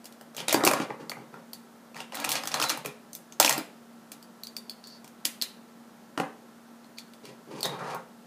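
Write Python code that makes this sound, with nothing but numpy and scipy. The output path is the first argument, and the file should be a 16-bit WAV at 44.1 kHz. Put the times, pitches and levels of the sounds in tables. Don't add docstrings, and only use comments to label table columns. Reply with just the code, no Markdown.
import sys
import numpy as np
from scipy import signal
from scipy.fft import rfft, irfft
from scipy.io import wavfile
from scipy.ndimage import uniform_filter1d

SR = 44100
rng = np.random.default_rng(int(sys.argv[2]) if len(sys.argv) > 2 else 0)


def generate_wav(sig):
    pcm = np.round(np.clip(np.atleast_2d(sig).T, -1, 1) * 32767).astype(np.int16)
    wavfile.write(sys.argv[1], SR, pcm)


N = 364266
TOP_HZ = 15400


def undb(db):
    return 10 ** (np.asarray(db) / 20)


def unit(x):
    return x / np.sqrt(np.mean(x ** 2))


def peak(x):
    return x / np.abs(x).max(axis=1, keepdims=True)


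def resonate(x, tones):
    return sum((-1) ** k * undb(db) * signal.lfilter(*signal.iirpeak(hz, hz / width, SR), x)
               for k, (hz, width, db) in enumerate(tones))


def wander(per_s):
    hold = int(SR / per_s)
    steps = np.repeat(rng.standard_normal(N // hold + 1), hold)
    return 1.3 * uniform_filter1d(uniform_filter1d(steps, hold), hold)[:N]


def clicks(per_s, spread_db):
    happens = rng.random(N) < per_s / SR
    size = undb(spread_db * np.minimum(rng.exponential(size=N), 3))
    return unit(happens * size * np.sign(rng.standard_normal(N)))


def shove(t, start, length, rise_s, fall_db_per_s):
    return np.clip((t - start) / rise_s, 0, 1) * undb(-fall_db_per_s * np.maximum(t - start - length, 0))


# (pitch [Hz], level [dB])
FAN_TONES = [(232.8, -55.5), (1335, -71)]
# (pitch [Hz], relative level [dB])
FAN_AIR = [(60, -28), (90, -36), (145, -24), (200, -18.5), (330, -25), (770, -27.5), (1300, -32),
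           (1700, -34), (2300, -41), (5000, -43.5), (14800, -49), (16000, -72)]


def fan(air_db=-54, flicker_below_hz=1800):
    t, freqs = np.arange(N) / SR, np.fft.rfftfreq(N, 1 / SR) + 1
    hum = sum(np.sqrt(2) * undb(db + 1.5 * wander(22)) * np.sin(2 * np.pi * hz * t + .5 * wander(2.6))
              for hz, db in FAN_TONES)
    hz, db = np.transpose(FAN_AIR)
    spectrum = rfft(rng.standard_normal(N)) * undb(np.interp(np.log(freqs), np.log(hz), db))
    low = 1 / (1 + (freqs / flicker_below_hz) ** 4)
    air = irfft(spectrum * low, N) * undb(0.17 * wander(14)) + irfft(spectrum * (1 - low), N)
    return hum + undb(air_db) * unit(air)


def plastic_crack(t, rise, treble_db, slip_s=0.0041, shell_fade_s=0.013, low_hz=2200, treble_hz=7000):
    count = len(treble_db)
    noise = rng.standard_normal((count, len(t)))
    slips = np.sign(noise) * np.abs(noise) ** 1.4 * rise * np.exp(-t / slip_s)
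    slips /= np.linalg.norm(slips, axis=1, keepdims=True)
    pitch, phase = rng.random((2, count, 8, 1))
    shell = np.sin(2 * np.pi * (low_hz * 6.5 ** pitch * t + phase)).sum(axis=1)
    shell *= rise * undb(-60 * t / shell_fade_s)
    shell *= undb(-2) / np.linalg.norm(shell, axis=1, keepdims=True)
    to_walls = np.zeros_like(slips)
    to_walls[:, 0] = undb(0.5)
    crack = signal.lfilter(*signal.butter(2, low_hz, "high", fs=SR), [slips + shell, to_walls])
    treble = signal.lfilter(*signal.butter(1, treble_hz, "high", fs=SR), crack)
    return undb(8) * (crack + (undb(treble_db) - 1) * treble)


# (pitch [times the main pitch], level [dB], time to fade by 60 dB [s])
HOLLOW_TONES = [(1, -2.5, 0.0094), (1.2, -9.5, 0.0041), (.82, -10.5, 0.0062)]


def hollow_ring(t, rise, hz):
    ring = 0
    for k, (ratio, db, fade_s) in enumerate(HOLLOW_TONES):
        phase, shape = rng.standard_normal((2, len(hz), 1))
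        shift = 1 + .08 * np.tanh(shape) if k else 1
        ring += undb(db - 60 * t / fade_s) * np.sin(2 * np.pi * (ratio * shift * hz * t + phase))
    return peak(ring * rise ** 2)


# (pitch [Hz], width [Hz], level [dB])
TOP_TONES = [(255, 88, 0.5), (381, 200, 2), (440, 200, 3.5), (573, 292, 5), (794, 437, 6.5),
             (972, 290, 5.5), (1310, 373, -3.5), (1970, 700, -14.5)]
FRAME_TONES = [(144, 34, 4), (280, 480, -1.5), (396, 192, 3)]
# (from time [s], pitch [Hz], level next to the thump [dB])
LANDING_SPOTS = [(0, 600, -0.5), (.535, 359, 0.5), (.56, 263, 2), (.6, 520, 4), (.63, 350, -2),
                 (.67, 377, -2.5), (.7, 600, -2.5), (.79, 262, 5.5), (.85, 810, -6.5), (1.9, 900, -12),
                 (3.3, 663, -6.5), (3.404, 920, -4.5), (3.5, 905, -2.5), (3.55, 291, 10.5), (4, 280, -3),
                 (7, 650, -0.5)]


def table_thump(t, starts, thump_db, push_s=0.003, spot_fade_s=0.033):
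    push = rng.standard_normal((len(starts), len(t))) * np.exp(-t / push_s)
    top = peak(resonate(push, TOP_TONES))
    frame = undb(0.48 * thump_db - 12) * peak(resonate(push, FRAME_TONES))
    since, spot_hz, spot_db = np.transpose(LANDING_SPOTS)
    spot = np.clip(np.searchsorted(since, starts) - 1, 0, None)
    hz = spot_hz[spot] * (1 + .03 * rng.standard_normal(starts.shape))
    note = undb(spot_db[spot] - 60 * t / spot_fade_s) * np.sin(2 * np.pi * hz * t)
    return undb(thump_db) * (top + frame + note)


# (time [s], level [dB], ring [dB], pitch of the hollow [Hz], thump [dB], crack's treble [dB])
BRICK_CONTACTS = [(0.043, -45.5, 2, 4750, -1.5, 14), (0.055, -26, -27, 3240, -22.5, -0.5),
                  (0.124, -34.5, -19, 4500, -20, -6), (0.2108, -41.5, -6, 2970, 1.5, 8),
                  (0.347, -32.5, -21, 5740, -9.5, -5), (.3661, -33, -1, 3600, -12, 13),
                  (0.38, -30.5, -1, 3150, -3.5, -1), (.403, -22, -4, 3220, -15, -22),
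                  (.482, -5.5, -12, 3800, -18.5, -16), (.494, -13.5, -4, 3670, -13, -10),
                  (0.5266, -11.5, -8.5, 2190, -9, 8), (0.5433, -4.5, -11.5, 4630, -6.5, -16),
                  (0.5753, -27.5, -12, 2250, 5.5, -11), (0.6069, -31, 2, 2200, 3.5, -21),
                  (0.637, -11, -11, 3830, -1, -19), (0.6497, -7, -11, 4450, -28, 4.5),
                  (.6664, -4, -23, 2740, -7.5, -15), (0.6746, -0.5, -10.5, 2640, -10.5, -9),
                  (0.7121, -14.5, -17, 2460, -1, 0), (0.7347, -10.5, -14, 2260, -5, -21),
                  (0.8003, -25, -6, 2580, 4, -21), (0.9043, -45, -17, 3040, 19.5, -14),
                  (1.096, -20, -7, 4500, -13, -1.5), (1.117, -26.5, -0.5, 2260, -2, -13),
                  (1.169, -52.5, -12, 2080, 19.5, -9), (1.3409, -42, -7, 2330, 7.5, -17),
                  (1.5325, -28, -1, 4500, -17, 5.5), (1.945, -34.5, -6.5, 2630, -6.5, -19),
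                  (1.9658, -31, -2.5, 1850, -13, -16), (1.975, -32, -15, 4500, -9, -7),
                  (2.0034, -23.5, -6.5, 2750, -10.5, -24), (2.122, -30.5, -3, 2850, -3, -17),
                  (2.145, -21, -10.5, 2080, -18, -14), (2.1522, -25.5, -11, 4300, -24, 6.5),
                  (2.171, -24.5, -5, 3840, -18, -17), (2.2, -20.5, -14, 4660, -13, -1),
                  (2.2428, -16.5, -6.5, 2420, -12, -12), (2.247, -9.5, -10, 2450, -16, -12),
                  (2.291, -12.5, -14, 4300, -22, 3), (2.305, -16, -11, 3880, -25, 0),
                  (2.3173, -7.5, -19, 5960, -43, -3), (2.3244, -21, -10, 3530, -17, 8),
                  (2.3543, -12.5, -15, 5630, -16, -19), (2.424, -33, -12, 4830, -20, -7),
                  (2.4358, -20.5, -10, 5160, -5, -24), (2.455, -26.5, -6, 3300, -4, 3),
                  (2.4733, -10, -20, 5630, -19, -16), (2.5165, -25, -2, 5500, -24, -4),
                  (2.5417, -8, -12, 4180, -12.5, -27), (2.5717, -22, -7, 2350, -13, -13),
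                  (2.599, -11, -16, 3290, -8.5, -25), (2.6154, -11, -8, 5300, -8, -28),
                  (2.6242, -4.5, -15, 4400, -45, -28), (2.6388, -9.5, -11, 4300, -11, -25),
                  (2.687, -33, -20, 8500, -23, 12), (2.6946, -7, -15, 4150, -30, -23),
                  (2.7001, -6, -25, 4200, -13.5, -28), (2.7735, -39, -24, 4350, 11, 16),
                  (2.8483, -25.5, -8, 2500, -4, -7), (2.859, -21, -7.5, 2500, -6.5, 2),
                  (3.1314, -39.5, 4, 6200, -38, 15.5), (3.1505, -33.5, -10.5, 5350, -25, 15),
                  (3.323, -29.5, -5, 6400, -19.5, -15.5), (3.3995, 1.5, -23.5, 6360, -10, 0.5),
                  (3.408, -10, -17, 6300, -11.5, -3), (3.4268, -3, -27.5, 2340, -31, -13.5),
                  (3.447, 1, -19, 3400, -17, -27), (3.461, -7, -10, 5500, -45, -6),
                  (3.4777, -11.5, -4, 2500, -21, -7), (3.494, -4, -19, 2780, -16, 0),
                  (3.508, -9.5, -10, 1900, -11, -11), (3.5256, -9.5, -13, 7430, -18, -5),
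                  (3.579, -29, 1.5, 4900, -3.5, 13.5), (4.1178, -22.5, -15, 4540, -22, -3),
                  (4.2268, -38, -3, 4620, -24, 3), (4.4347, -36.5, 9.5, 4310, -17, 12.5),
                  (4.45, -42, -1, 3940, -27, -15), (4.4698, -28.5, -2.5, 4620, -29, -2),
                  (4.566, -22.5, -0.5, 4600, -22, 1.5), (4.696, -32.5, 8.5, 4430, -63, 7.5),
                  (4.84, -35.5, 0, 4450, -35, -14), (4.8722, -33.5, -8, 4400, -45, 1.5),
                  (5.044, -30.5, -17, 5570, -13.5, -13), (5.077, -36, -18, 5450, -27, 0),
                  (5.2493, -23, -15, 5000, -56, -5), (5.2525, -6, -19, 4960, -26.5, -0.5),
                  (5.4146, -18, 1, 4390, -53, -11), (5.4219, -11.5, -6.5, 4080, -27, -1),
                  (6.1761, -21, -6, 2970, 4, -25), (6.1837, -36.5, -4, 2500, 11, -20),
                  (6.1992, -19, -8, 2530, 3.5, -21), (6.8442, -43.5, -1, 4240, -3, -17),
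                  (6.9842, -21.5, -8, 4400, -42, -16), (7.1354, -34, -16, 3540, -23, -8),
                  (7.2533, -30, -8, 4450, -18, -29), (7.6068, -29, 0, 4700, -30, 4),
                  (7.63, -14.5, -2.5, 4370, -19, -0.5), (7.6542, -14, -32, 3630, -9.5, -5),
                  (7.9466, -33.5, -24, 4940, -6, 6)]


def contacts(rise_s=0.00031):
    starts, level_db, ring_db, hz, thump_db, treble_db = np.transpose(BRICK_CONTACTS)[:, :, None]
    t = np.arange(2048) / SR
    rise = 1 - np.exp(-t / rise_s)
    near, to_walls = plastic_crack(t, rise, treble_db)
    body = undb(ring_db) * hollow_ring(t, rise, hz) + table_thump(t, starts, thump_db)
    paths = undb(level_db) * np.array([near + body, to_walls + undb(-4) * body])
    at = (starts * SR).astype(int) + np.arange(len(t))
    return [np.bincount(at.ravel(), hits.ravel(), N + len(t))[:N] for hits in paths]


# (pitch [Hz], time to fade by 60 dB [s], relative level [dB])
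ECHO_BANDS = [(186, 0.16, 1), (505, 0.41, -3), (1287, 0.25, -2), (2500, 0.39, -5.5), (5000, 0.1, -3),
              (8260, 0.3, -8), (15100, 0.074, -9)]


def room_echo(x, build_s=0.008, echo_db=5, early_db=-9):
    t, tail = np.arange(SR // 2) / SR, 0
    for hz, fade_s, db in ECHO_BANDS:
        edges = [hz / 1.55, min(hz * 1.55, TOP_HZ + 1000)]
        noise = rng.standard_normal(len(t))
        band = signal.sosfilt(signal.butter(2, edges, "band", fs=SR, output="sos"), noise)
        band *= undb(-60 * t / fade_s) * np.clip((t / build_s) ** 4, undb(early_db), 1)
        tail += band * undb(db + echo_db) * np.sqrt(hz / SR / np.sum(band ** 2))
    return signal.fftconvolve(x, tail)[:N]


# (pitch [Hz], width [Hz], level [dB])
RATTLE_TONES = [(2330, 670, 13), (4500, 1900, 10), (6350, 2700, 6.5), (10100, 4100, -1),
                (12800, 1200, -14.5)]
# (time [s], length [s], scrape [dB], rattle [dB], frame shake [dB])
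BRICK_DRAGS = [(0.362, 0.07, -48.5, -48.5, -47), (0.477, 0.034, -40, -34.5, -67),
               (0.573, 0.07, -37, -68, -65), (0.7, 0.072, -38.5, -45, -62),
               (0.793, 0.024, -36.5, -46, -36.5), (0.89, 0.017, -43.5, -67, -37.5),
               (0.992, 0.026, -47, -61, -42), (1.154, 0.073, -59, -73, -50.5),
               (1.323, 0.053, -53, -66.5, -50), (1.951, 0.05, -46.5, -48.5, -51.5),
               (2.123, 0.11, -41.5, -46, -59), (2.266, 0.11, -41.5, -41, -51),
               (2.505, 0.14, -39, -41, -47.5), (2.694, 0.018, -37, -34, -62), (2.843, 0.015, -45, -44, -40),
               (3.396, 0.11, -37, -37.5, -46.5), (3.518, 0.058, -41.5, -42, -50.5),
               (6.19, 0.037, -37.5, -53, -47.5), (7.228, 0.065, -71, -59, -52),
               (7.468, 0.04, -77, -78, -48), (7.505, 0.081, -47, -55.5, -40),
               (7.637, 0.11, -41.5, -55, -39.5), (7.781, 0.17, -39.5, -53, -43)]


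def drags(rise_s=0.009, fall_db_per_s=346):
    t, gains = np.arange(N) / SR, np.zeros((3, N))
    for start, length, *levels_db in BRICK_DRAGS:
        push = shove(t, start, length, rise_s, fall_db_per_s)
        gains = np.hypot(gains, undb(levels_db)[:, None] * push)
    stutter = clicks(per_s=1500, spread_db=3) * undb(2 * wander(40))
    ticks = clicks(per_s=5000, spread_db=3) * undb(3 * wander(70))
    scrape = unit(resonate(stutter, TOP_TONES))
    rattle = unit(resonate(ticks, RATTLE_TONES))
    shake = unit(resonate(stutter, FRAME_TONES))
    return np.sum(gains * [scrape, rattle, shake], axis=0)


# (time [s], length [s], level [dB], pitch of the hollow [Hz], width [Hz])
BRICK_RUBS = [(0.483, 0.043, -53, 3750, 120), (2.613, 0.088, -42.5, 4010, 60),
              (4.84, 0.12, -56.5, 4510, 250), (6.969, 0.028, -53, 4430, 200), (7.64, 0.012, -33, 3730, 200)]


def rubs(hiss_db=-14, rise_s=0.0029, fall_db_per_s=897):
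    t, sound = np.arange(N) / SR, 0
    slips = clicks(per_s=2500, spread_db=2)
    hiss = undb(hiss_db) * unit(resonate(slips, RATTLE_TONES[1:]))
    for start, length, db, hz, width in BRICK_RUBS:
        singing = unit(resonate(slips, [(hz, width, 0)]))
        sound += undb(db) * shove(t, start, length, rise_s, fall_db_per_s) * (singing + hiss)
    return sound


def scene():
    near, to_walls = contacts()
    sliding = drags() + rubs()
    bricks = near + sliding + room_echo(to_walls + sliding)
    bass_cut = signal.butter(3, 125, "high", fs=SR, output="sos")
    return (signal.sosfilt(bass_cut, bricks) + fan())[None]


def record(dry):
    thin = signal.sosfilt(signal.butter(2, 135, "high", fs=SR, output="sos"), dry)
    return signal.sosfilt(signal.ellip(10, .2, 90, TOP_HZ, fs=SR, output="sos"), thin)


dry = scene()
out = record(dry)
generate_wav(out)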